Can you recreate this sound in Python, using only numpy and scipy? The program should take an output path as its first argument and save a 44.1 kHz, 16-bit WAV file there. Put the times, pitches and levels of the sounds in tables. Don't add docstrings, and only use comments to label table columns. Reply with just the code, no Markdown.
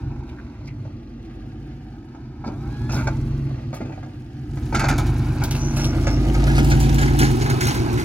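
import sys
import numpy as np
from scipy import signal
from scipy.fft import rfft, irfft
from scipy.io import wavfile
from scipy.ndimage import uniform_filter1d, map_coordinates

SR = 44100
rng = np.random.default_rng(int(sys.argv[2]) if len(sys.argv) > 2 else 0)


def generate_wav(sig):
    pcm = np.round(np.clip(np.atleast_2d(sig).T, -1, 1) * 32767).astype(np.int16)
    wavfile.write(sys.argv[1], SR, pcm)


N = 354563
TIME = np.arange(N) / SR
BINS = np.maximum(np.fft.rfftfreq(16384, 1 / SR), 1)


def undb(db):
    return 10 ** (np.asarray(db) / 20)


def curves(table):
    s, *columns = np.transpose(table)
    return [np.interp(TIME, s, c) for c in columns]


def ramp(start_s, length_s):
    return np.clip((TIME - start_s) / length_s, 0, 1)


def unit(x):
    return x / np.sqrt(np.mean(x ** 2))


def steady(x, size=9001):
    power = uniform_filter1d(uniform_filter1d(x ** 2, size), size // 2)
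    return x / np.sqrt(power + 1e-12)


def shape(x, gain):
    cepstrum = irfft(np.log(np.maximum(gain, 1e-5)))
    half = len(cepstrum) // 2
    cepstrum[1:half] *= 2
    cepstrum[half + 1:] = 0
    response = irfft(np.exp(rfft(cepstrum)))[:half]
    return signal.oaconvolve(x, response)[:len(x)]


def colour(points):
    hz, db = np.transpose(points)
    return undb(np.interp(np.log(BINS), np.log(hz), db))


def resonances(modes):
    power = 0
    for hz, width_hz, db in modes:
        detuning = (BINS / hz - hz / BINS) * hz / width_hz
        power = power + undb(db) ** 2 / (1 + detuning ** 2)
    return np.sqrt(power)


def band(low_hz, high_hz, order=8):
    low_cut = 1 + (low_hz / BINS) ** (2 * order)
    high_cut = 1 + (BINS / high_hz) ** (2 * order)
    return 1 / np.sqrt(low_cut * high_cut)


def walk(rate_hz):
    return 1.2 * np.interp(TIME * rate_hz, np.arange(4096), rng.standard_normal(4096))


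def grains(per_second, spread_db):
    size = undb(spread_db * np.minimum(rng.exponential(size=N), 5))
    return unit((rng.random(N) < per_second / SR) * size * rng.standard_normal(N))


def fade(x, seconds):
    return signal.lfilter([1], [1, -np.exp(-1 / (seconds * SR))], x)


def bursts(times_s, levels_db, lengths_s, holds_s, rise_s=0.00014):
    power = np.zeros(N)
    for s, db, length, hold in np.broadcast(times_s, levels_db, lengths_s, holds_s):
        start = int(s * SR)
        age = TIME[:min(N - start, SR)]
        decay = undb(db - 60 * np.maximum(age - hold, 0) / max(length, .01))
        power[start:start + len(age)] += (decay * (1 - np.exp(-age / rise_s))) ** 2
    return np.sqrt(power)


def delay(x, ms):
    return map_coordinates(x, [np.arange(N) - ms * SR / 1000], order=3, mode="nearest")


ECHO_TURN_S = 1.3


def trees(x, t60_s=0.071):
    age = TIME[:SR // 6]
    echoes = rng.standard_normal((2, len(age))) * undb(-60 * age / t60_s)
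    first, second = (signal.oaconvolve(x, echo / np.linalg.norm(echo))[:N] for echo in echoes)
    turn = np.pi * TIME / ECHO_TURN_S
    return shape(first * np.cos(turn) + second * np.sin(turn), band(380, 6500, order=2))


# start in seconds, level in dB.
BUMPS = [(2.458, -25), (2.948, -24), (3.803, -25), (4.739, -20), (4.901, -22), (6.211, -26), (6.591, -18),
         (7.204, -15.5)]
THUMP_S = 0.39


def suspension():
    s, db = np.transpose(BUMPS)
    drum = steady(shape(rng.standard_normal(N), band(191, 321, order=5)), size=1501)
    return drum * bursts(s, db, THUMP_S, 0, rise_s=0.0041)


# centre in seconds, length in seconds,
# pitch in Hz, resonance width in Hz before squaring, level in dB.
SQUEAKS = [(0.3, 0.05, 2800, 2590, -56.5), (0.387, 0.052, 1550, 500, -52), (0.464, 0.05, 1500, 1500, -60),
           (0.557, 0.038, 1600, 900, -61), (0.672, 0.035, 4960, 2600, -51),
           (0.696, 0.052, 2180, 700, -52.5), (0.86, 0.027, 2000, 1800, -67), (1.245, 0.04, 3500, 4020, -59),
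           (1.314, 0.086, 1370, 1500, -55), (2.475, 0.03, 4700, 1500, -45), (2.934, 0.043, 5400, 1500, -34),
           (5.656, 0.16, 6060, 800, -38.5), (5.83, 0.12, 5700, 710, -34), (6.11, 0.15, 5430, 510, -42.5)]


def squeaks():
    out = np.zeros(N)
    for s, length_s, hz, width_hz, db in SQUEAKS:
        squeak = unit(shape(grains(1000, 2.5), resonances([(hz, width_hz, 0)]) ** 2))
        out += squeak * undb(db) * np.exp(-(2 * (TIME - s) / length_s) ** 2)
    return out


# frequency in Hz, gain in dB.
SNOW_TONE = [(300, 0), (450, 4), (800, 3), (1080, -3), (1480, 5), (1850, -1), (2300, 3), (3500, 0),
             (6300, 1.5), (8300, -4), (11000, -1.5), (13500, -10), (16000, -8)]
# lowest Hz, highest Hz, grains per second.
GRAIN_SIZES = [(300, 1500, 350), (1500, 3200, 300), (3200, 6800, 600), (6800, 17000, 4500)]
CLUMP_DB, CLUMP_NEAR_DB = 1.2, .6


def crunch(nearness):
    clumps_db = (CLUMP_DB + CLUMP_NEAR_DB * nearness) * walk(22)
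    out = np.zeros(N)
    for low_hz, high_hz, per_second in GRAIN_SIZES:
        envelope = fade(grains(per_second, 2.2) ** 2, .0006) ** .5
        crumbs = unit(envelope * rng.standard_normal(N))
        flicker = undb(clumps_db + 2.9 * walk(70))
        out += shape(crumbs * flicker, colour(SNOW_TONE) * band(low_hz, high_hz, order=4))
    return unit(out)


CRACKLES_PER_S, CRACKLE_S = 30, .004


def crackle():
    size = undb(3 * np.minimum(rng.exponential(size=N), 2.5))
    breaks = fade((rng.random(N) < CRACKLES_PER_S / SR) * size, CRACKLE_S)
    return unit(shape(breaks * rng.standard_normal(N), colour(SNOW_TONE) * band(550, 6500, order=2)))


SNAP_RING_S, SNAP_SPREAD_DB = .0026, 2.6


def snaps(per_second, low_hz, high_hz, ring_s=SNAP_RING_S):
    when, pitch, size = rng.random((int(per_second * TIME[-1]), 3)).T[:, :, None]
    age = TIME[:int(4 * ring_s * SR)]
    hz = low_hz * (high_hz / low_hz) ** pitch
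    gain = undb(SNAP_SPREAD_DB * np.minimum(-np.log(1 - size), 3))
    ticks = np.sin(2 * np.pi * hz * age) * np.exp(-age / ring_s) * gain
    at = (when * N).astype(int) + np.arange(len(age))
    return unit(np.bincount(at.ravel(), ticks.ravel(), N)[:N])


SNAPS_PER_S, SNAP_DB, CRACKLE_DB = 260, -4, -2.5
SNOW_DB, SNOW_NEAR_DB = -66.5, 7
BLADE_DOWN_S, BLADE_BITE_S = 4.7, 0.15
BLADE_DB = -4.5


def snow_bed(nearness, rolling_mps):
    db = SNOW_DB + 20 * np.log10(np.abs(rolling_mps)) + SNOW_NEAR_DB * nearness
    db = db + BLADE_DB * ramp(BLADE_DOWN_S, BLADE_BITE_S)
    layers = []
    for _ in range(2):
        ticks = undb(SNAP_DB) * snaps(SNAPS_PER_S, 1500, 7000)
        layers.append(crunch(nearness) + ticks + undb(CRACKLE_DB) * crackle())
    front, rear = layers
    return np.array([front + .3 * rear, rear + .3 * front]) * undb(db)


# time in seconds, level in dB.
TREAD_LEVEL_DB = [(0, -53.5), (.9, -66), (1.3, -56), (2.2, -67), (3, -64), (4.3, -63), (5.2, -54),
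                  (5.8, -42), (6.4, -39.5), (7.05, -39), (7.35, -40.5), (8.04, -41)]
# frequency in Hz, gain in dB.
TREAD_COLOUR = [(450, -6.5), (620, 0), (800, 8.5), (930, 4), (1100, -12), (1450, -2.5), (1650, -3),
                (1900, -14), (2300, -5), (3200, -9.5)]
TREAD_LUMPS_PER_S, TREAD_RING_S = 130, .006


def treads():
    db, = curves(TREAD_LEVEL_DB)
    knocks = snaps(TREAD_LUMPS_PER_S, 500, 3000, TREAD_RING_S)
    ticks = snaps(4 * TREAD_LUMPS_PER_S, 500, 3000)
    hollow = shape(knocks + ticks, colour(TREAD_COLOUR))
    return unit(hollow * undb(2.5 * walk(25))) * undb(db)


# start in seconds, level in dB before the mix, icy tick share in dB
# before the mix, hollow body share in dB, grinding time in seconds.
SLAB_BREAKS = [(2.923, -37, -27, -16, 0.038), (3.745, -46.5, -6, -8, 0.019), (4.747, -29, -14, 1, 0.006),
               (4.794, -30, -9, -15, 0.0047), (4.885, -25.5, -14, 2.5, 0.0052), (4.98, -28, -21, -5, 0.004),
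               (5.066, -38, -18, -20, 0.0036), (5.437, -33, -1, -16, 0.01),
               (5.509, -26.5, -15, -12, 0.0048), (5.548, -34, -24, -23, 0.014),
               (5.668, -45, -25, -22, 0.0044), (5.765, -28.5, -25, -19, 0.0049),
               (5.795, -34, -25, -3, 0.018), (5.8405, -26.5, -29, -20, 0.0046), (6.47, -36, -11, 5, 0.033),
               (6.549, -33, -16, 1, 0.022), (6.578, -29, -22, -12, 0.011), (6.644, -34, -5.5, -14, 0.0035),
               (6.6984, -30, -15, -7, 0.02), (6.8013, -33, -4, -18, 0.037), (6.943, -36, -4, -13, .005),
               (6.982, -27.5, -31, 4, 0.0058), (7.013, -29, -20, 5, 0.017), (7.075, -37, -20, 13, 0.007),
               (7.189, -25, -5.5, 3.5, 0.045), (7.41, -31, -32, 1, .014), (7.459, -34, -20, 11, 0.0051),
               (7.498, -29.5, -11, 6, 0.0077), (7.607, -23.5, -13, 2.5, 0.0055), (7.627, -28, -22, 3, 0.03),
               (7.669, -26.5, -10, 0, 0.029), (7.745, -34, -7, 2, 0.029), (7.928, -42, -3.5, -5, 0.0039),
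               (7.974, -34.5, -23, 4.5, 0.033)]
# frequency in Hz, width in Hz, gain in dB.
HOLLOW_PEAKS = [(820, 63, -3), (1443, 37, 4), (1644, 28, 4.5), (2080, 170, -2.5)]
CRUMBLE_S, CRUMBLE_GROWTH = 0.098, 4.8
SLAB_SNAPS_PER_S = 1100


def crust():
    s, db, top_db, body_db, hold_s = np.transpose(SLAB_BREAKS)
    length_s = CRUMBLE_S + CRUMBLE_GROWTH * hold_s
    powder = unit(shape(grains(3000, 1.5), colour(SNOW_TONE) * band(3500, 16700, order=2)))
    crumble = steady(snaps(SLAB_SNAPS_PER_S, 2400, 7500) + undb(-2) * powder, size=1501)
    body = steady(shape(grains(1500, 1.2), resonances(HOLLOW_PEAKS) * band(490, 2400, order=4)))
    tick = unit(shape(rng.standard_normal(N), band(4000, 12000, order=2)))
    grinding = crumble * bursts(s, db, length_s, hold_s, rise_s=.0007)
    grinding += body * bursts(s, db + body_db, length_s, hold_s, rise_s=.0012)
    return undb(-2.5) * grinding + undb(8.5) * tick * bursts(s, db + top_db, 0.081, 0)


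# time in seconds, pitch in Hz, level in dB.
VALVE = [(2.96, 945, -74), (3, 932, -43), (3.04, 902, -38), (3.09, 872, -39), (3.145, 880, -41),
         (3.18, 900, -56), (3.22, 900, -85)]


def valve():
    hz, db = curves(VALVE)
    phase = 2 * np.pi * np.cumsum(hz * (1 + .006 * walk(120))) / SR
    sounding = (TIME > VALVE[0][0]) * (TIME < VALVE[-1][0])
    return np.sin(phase) * undb(db + 0.77 * walk(45)) * sounding


# time in seconds, pitch in Hz.
PUMP_SPEED_HZ = [(2.44, 470), (2.5, 595), (2.6, 765), (2.68, 808), (2.8, 837), (2.9, 857)]
# multiple of the pitch, dB while spinning up, dB at full speed.
PUMP_PARTIALS = [(1, -51, -52), (1.64, -56, -63), (2, -68, -45), (3, -76, -68), (4, -76, -60.5),
                 (5, -65, -58), (6, -70, -62)]
PUMP_LOADED_HZ = (795, 828)
PUMP_ON_S, PUMP_OFF_S, PUMP_FADE_S = 2.44, 2.92, 0.051


def pump():
    hz, = curves(PUMP_SPEED_HZ)
    phase = 2 * np.pi * np.cumsum(hz * (1 + .002 * walk(120))) / SR
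    full = np.interp(hz, PUMP_LOADED_HZ, [0, 1])
    tone = np.zeros(N)
    for k, slow_db, fast_db in PUMP_PARTIALS:
        db = slow_db + (fast_db - slow_db) * full + 1.5 * walk(40)
        tone += np.sin(k * phase) * undb(db)
    return tone * ramp(PUMP_ON_S, 0.068) * np.exp(-np.maximum(TIME - PUMP_OFF_S, 0) / PUMP_FADE_S)


# frequency in Hz, width in Hz, gain in dB.
FRAME_MODES = [(540, 190, -0.5), (632, 270, -0.5), (775, 260, 2), (880, 23, 6.5)]
BLADE_MODES = [(1235, 56, 1.5), (1397, 46, 5.5), (1604, 29, 0), (2030, 52, -7.5), (2247, 40, 2.5),
               (2530, 110, -5.5)]
DRAG_DB, DRAG_NEAR_DB = -47, 2.5
DRAG_UNEVEN_DB, DRAG_CATCH_PER_S = 3.5, 20


def drag(nearness):
    gain = resonances(FRAME_MODES + BLADE_MODES) * band(430, 3800, order=4)
    grind = unit(shape(grains(900, 1.0), gain))
    db = DRAG_DB + DRAG_NEAR_DB * nearness + DRAG_UNEVEN_DB * walk(DRAG_CATCH_PER_S)
    return grind * undb(db) * ramp(BLADE_DOWN_S, BLADE_BITE_S)


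STRIKE_DETUNE, STRIKE_SPREAD_DB = .03, 2.5


def struck(modes, passband, times_s, levels_db, lengths_s, strike_db=3.0, rattle_db=0.0):
    out, size = np.zeros(N + SR), SR // 2
    age, pins = TIME[:size], grains(2200, 1.2)
    for s, db, length_s in zip(times_s, levels_db, lengths_s):
        chance = rng.standard_normal((len(modes), 2))
        varied = [(hz * (1 + STRIKE_DETUNE * a), width_hz, mode_db + STRIKE_SPREAD_DB * b)
                  for (hz, width_hz, mode_db), (a, b) in zip(modes, chance)]
        ring = shape(signal.unit_impulse(size), passband * resonances(varied))
        start = int(s * SR)
        rattle = unit(signal.fftconvolve(pins[start:start + size], ring)[:size])
        rattle = rattle * undb(-60 * age / length_s)
        strike = undb(db + strike_db) * ring / np.abs(ring).max()
        out[start:start + size] += strike + undb(db + rattle_db) * rattle
    return out[:N]


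# start in seconds, knock gain in dB before the strike boost,
# blade ring share in dB, rattle's 60 dB decay in seconds.
CLANKS = [(0.85, -40.5, -12, 0.11), (1.718, -55, -2, 0.094), (2.148, -41.5, -11, .12),
          (2.44, -34, -12, 0.19), (2.474, -43, -5.5, 0.36), (2.893, -36.5, 1, 0.26),
          (2.932, -34.5, -3, 0.19), (2.964, -36.5, 1, 0.19), (2.99, -43.5, 5, 0.39), (3.071, -23.5, -5, .1),
          (3.468, -46, -7, .12), (3.729, -34.5, -3.5, 0.24), (3.806, -32.5, -8.5, 0.12),
          (3.851, -40, -6, 0.19), (3.895, -41.5, -7, 0.13), (3.921, -43, -3.5, 0.2),
          (3.976, -41.5, -12, 0.12), (4.028, -37, -10, 0.12), (4.061, -41, -13, 0.088),
          (4.572, -35, -6, 0.068), (4.725, -25, -8, 0.21), (4.746, -37, 12, 0.33), (4.795, -29, 3, 0.18),
          (4.81, -41, 5, 0.19), (4.837, -26, -1, 0.22), (4.885, -28.5, -2, 0.24), (4.899, -36, 6.5, 0.28),
          (4.984, -30.5, -3, 0.2), (5.417, -35, -0.5, 0.33), (5.769, -33.5, -4, 0.37),
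          (6.069, -22.5, -2, 0.15), (6.343, -34, 3, 0.21), (6.58, -23, -2.5, 0.14), (6.716, -24, 2.5, 0.11)]
# frequency in Hz, width in Hz, gain in dB.
EDGE_MODES = [(3580, 340, -4.5), (4360, 130, 1), (4870, 160, -1), (5450, 150, -3), (6540, 500, -2.5)]
REBOUND_S, REBOUND_DB = 0.025, -21.5
SCRAPE_DB, SCRAPE_PER_RING = -8.5, 1


def plow():
    blows = np.array(CLANKS)
    rebounds = blows + [REBOUND_S, REBOUND_DB, 0, 0]
    s, db, ring_db, length_s = np.vstack([blows, rebounds]).T
    frame = struck(FRAME_MODES, band(496, 930, order=4), s, db, length_s)
    blade = struck(BLADE_MODES, band(1280, 2440, order=4), s, db + ring_db, length_s)
    scrape = unit(shape(grains(1200, 1.0), resonances(EDGE_MODES) * band(2900, 9600, order=3)))
    scrape_db = db + SCRAPE_DB + SCRAPE_PER_RING * ring_db
    return frame + blade + scrape * bursts(s, scrape_db, length_s, 0, rise_s=0.00106)


IDLE_HZ = 6


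def loudness(law, cycle_hz, nearness, size=13001):
    idle_db, speed_db, revving_db, near_db = law
    octaves = np.log2(cycle_hz / IDLE_HZ)
    revving = uniform_filter1d(np.gradient(octaves) * SR, size)
    return undb(idle_db + speed_db * octaves + revving_db * revving + near_db * nearness)


# frequency in Hz, gain in dB.
WHIRR_COLOUR = [(250, -12), (450, -3), (600, -1.5), (820, 1.5), (1080, -7), (1250, -5.5), (1420, -4.5),
                (1600, -6.5), (1850, -11), (2300, -9.5), (3200, -17), (4500, -15.5), (6500, -23),
                (8500, -35), (16000, -46)]
# dB at idle and reference distance, dB per doubling of speed,
# dB per doubling a second of revving up, dB per halving of distance.
WHIRR_LAW = (-51.5, 4.5, 0, 11)
HIDDEN_S, HIDING_S, HIDDEN_DB = 6.1, 0.61, -1.5


def engine_bay(pulses, cycle_hz, nearness):
    puffs = fade(pulses, 0.0049)
    fan = rng.standard_normal(N) * undb(1.2 * walk(16))
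    valves = unit(puffs * rng.standard_normal(N))
    whirr = unit(shape(fan + undb(-7) * valves, colour(WHIRR_COLOUR)))
    hidden = undb(HIDDEN_DB * ramp(HIDDEN_S, HIDING_S))
    return whirr * loudness(WHIRR_LAW, cycle_hz, nearness) * hidden


def firings(cycle_hz, weak_bank_db=-12, bank_lag=0.21, scatter_db=1.0, jitter=0.048):
    count = np.cumsum(8 * cycle_hz) / SR
    k = np.arange(int(count[-1]))
    far = np.array([0, 1, 1, 0, 1, 0, 0, 1])[k % 8]
    chance = rng.standard_normal((len(k), 2))
    at = np.interp(k + bank_lag * far + jitter * chance[:, 0], count, np.arange(N))
    return np.bincount(at.astype(int), undb(weak_bank_db * far + scatter_db * chance[:, 1]), N)


# multiple of the cycle rate, mean level in dB.
ORDERS = [(5, -1.5), (6, -20), (7, -12), (8, 0), (10, -5), (11, 0.5), (13, 3), (15, -3), (16, 4.5),
          (18, -3), (19, -5), (21, 2), (22, -4), (23, -12.5), (24, -0.5), (26, -7), (27, 2.5), (28, -7.5),
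          (29, -7.5), (30, -3.5), (32, -1), (34, -5), (35, -4), (37, -6), (39, -6), (40, -5), (48, -9)]
OTHER_ORDERS_DB, ORDER_WAVER_DB = -11, 2


def pipe_pressure(cycle_hz, count=52):
    turns = np.cumsum(cycle_hz) / SR
    strength_db = {round(k): db for k, db in ORDERS}
    pressure = np.zeros(N)
    for k in range(5, count):
        db = strength_db.get(k, OTHER_ORDERS_DB) + ORDER_WAVER_DB * walk(6)
        pressure += np.sin(2 * np.pi * (k * turns + rng.random())) * undb(db)
    return pressure


# frequency in Hz, width in Hz, gain in dB.
BOOM_MODES = [(50.3, 9.3, -2), (76, 7.8, -8.5)]
DRONE_MODES = [(102.6, 8.8, 2.5), (121, 16, 2), (137.1, 7.3, 8)]
BARK_MODES = [(178, 21, 4.5), (234.1, 17.7, 5), (297, 31, 3), (328.3, 10, 5.5), (362.7, 17, -1.5),
              (498, 20, -3)]
RASP_MODES = [(362, 12.7, 11), (421, 34, -16), (420, 28, -6)]
# dB at idle and reference distance, dB per doubling of speed,
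# dB per doubling a second of revving up, dB per halving of distance.
BOOM_LAW = (-40, 21.5, 4, 4)
BARK_LAW = (-38, 9.5, 2, 6.5)
RASP_LAW = (-56.5, 0, -4, 16.5)
# time in seconds, level in dB.
DRONE_LEVEL_DB = [(0, -25), (.42, -44), (.85, -30.5), (1.05, -43), (1.6, -36.5), (2.15, -42.5),
                  (2.95, -23.5), (3.42, -23.5), (3.85, -35), (4.32, -36.5), (4.63, -26), (5.02, -20.5),
                  (5.5, -23.5), (6.25, -22.5), (6.72, -16.5), (7.2, -18.5), (7.5, -20.5), (8.04, -24)]
BOOM_GAS_DB, DRONE_GAS_DB, BARK_GAS_DB = -7, -7, 1
GAS_DB_PER_HZ = -1.7


def exhaust(pulses, cycle_hz, nearness):
    pressure, gas = pipe_pressure(cycle_hz), rng.standard_normal(N)

    def voice(gain, gas_db, size=9001):
        share = undb(gas_db + GAS_DB_PER_HZ * (cycle_hz - IDLE_HZ))
        tone = steady(shape(pressure, gain), size)
        rush = steady(shape(gas, gain), size)
        return (tone + share * rush) / np.hypot(1, share)

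    boom = voice(resonances(BOOM_MODES) * band(39.0, 89.8), BOOM_GAS_DB)
    drone = voice(resonances(DRONE_MODES) * band(89, 146, order=12), DRONE_GAS_DB)
    bark = voice(resonances(BARK_MODES) * band(210.5, 426), BARK_GAS_DB, size=17001)
    rasp = steady(shape(unit(pulses) + gas, resonances(RASP_MODES) * band(393, 468)))
    drone_db, = curves(DRONE_LEVEL_DB)
    out = drone * undb(drone_db)
    for sound, law in [(boom, BOOM_LAW), (bark, BARK_LAW), (rasp, RASP_LAW)]:
        out += sound * loudness(law, cycle_hz, nearness)
    return out


# time in seconds, four-stroke cycles per second (eight firings each).
CYCLE_HZ = [(0, 8.7), (.2, 8.3), (.65, 6.5), (1, 5.87), (1.3, 6.1), (1.65, 6.65), (2.25, 5.85), (2.5, 6.3),
            (3.1, 8.35), (3.33, 8.62), (3.5, 8.35), (3.82, 6.5), (4.35, 5.7), (4.5, 6.3), (4.7, 7.9),
            (5.05, 9.6), (5.22, 9.8), (5.52, 8.85), (5.76, 8.64), (6.2, 10.07), (6.52, 10.72),
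            (6.88, 10.87), (7.24, 10.42), (7.58, 7.55), (8.04, 7.02)]
# time in seconds, distance in metres.
DISTANCE_M = [(0, 12.7), (1, 12.1), (2.2, 13.5), (3, 8.65), (4.3, 12.1), (5, 8.1), (6, 5.85), (7, 4.09),
              (8.04, 3.37)]
# time in seconds, speed in m/s.
ROLLING_MPS = [(0, 0.78), (1, 0.28), (1.75, 0.74), (2.4, 0.34), (2.7, 1.7), (3.1, 2.2), (3.6, 0.66),
               (4.45, 1.07), (4.9, 6.6), (6.2, 6.5), (6.8, 11.2), (8.04, 5.4)]
# time in seconds, delay of the left port in ms above the bass.
LEFT_LAG_MS = [(0, -0.073), (4.5, -0.075), (5.5, 0.066), (6.25, 0.12), (6.75, 0.265), (8, 0.34)]
REFERENCE_M = 10
BASS_LAG_RATIO = 1.82


def scene():
    cycle_hz, = curves(CYCLE_HZ)
    metres, = curves(DISTANCE_M)
    rolling_mps, = curves(ROLLING_MPS)
    lag_ms, = curves(LEFT_LAG_MS)
    nearness = np.log2(REFERENCE_M / metres)
    snow = snow_bed(nearness, rolling_mps)
    work = plow() + drag(nearness) + squeaks() + treads()
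    slabs, hydraulics = crust(), pump() + valve()
    pulses = firings(cycle_hz)
    whirr = engine_bay(pulses, cycle_hz, nearness)
    bass = exhaust(pulses, cycle_hz, nearness) + suspension()
    upper = whirr + work + slabs + hydraulics
    left = delay(bass, BASS_LAG_RATIO * lag_ms) + delay(upper, lag_ms)
    right = bass + upper
    scattered = undb(-1) * whirr + undb(-4) * work + undb(-8) * (slabs + hydraulics)
    truck = np.array([left + trees(scattered), right + trees(scattered)])
    facing = undb([[-.25], [.25]])
    return facing * (truck + snow)


TOP_HZ = 15900


def record(dry):
    return signal.sosfilt(signal.ellip(10, .2, 80, TOP_HZ, fs=SR, output="sos"), dry)


dry = scene()
out = record(dry)
generate_wav(out)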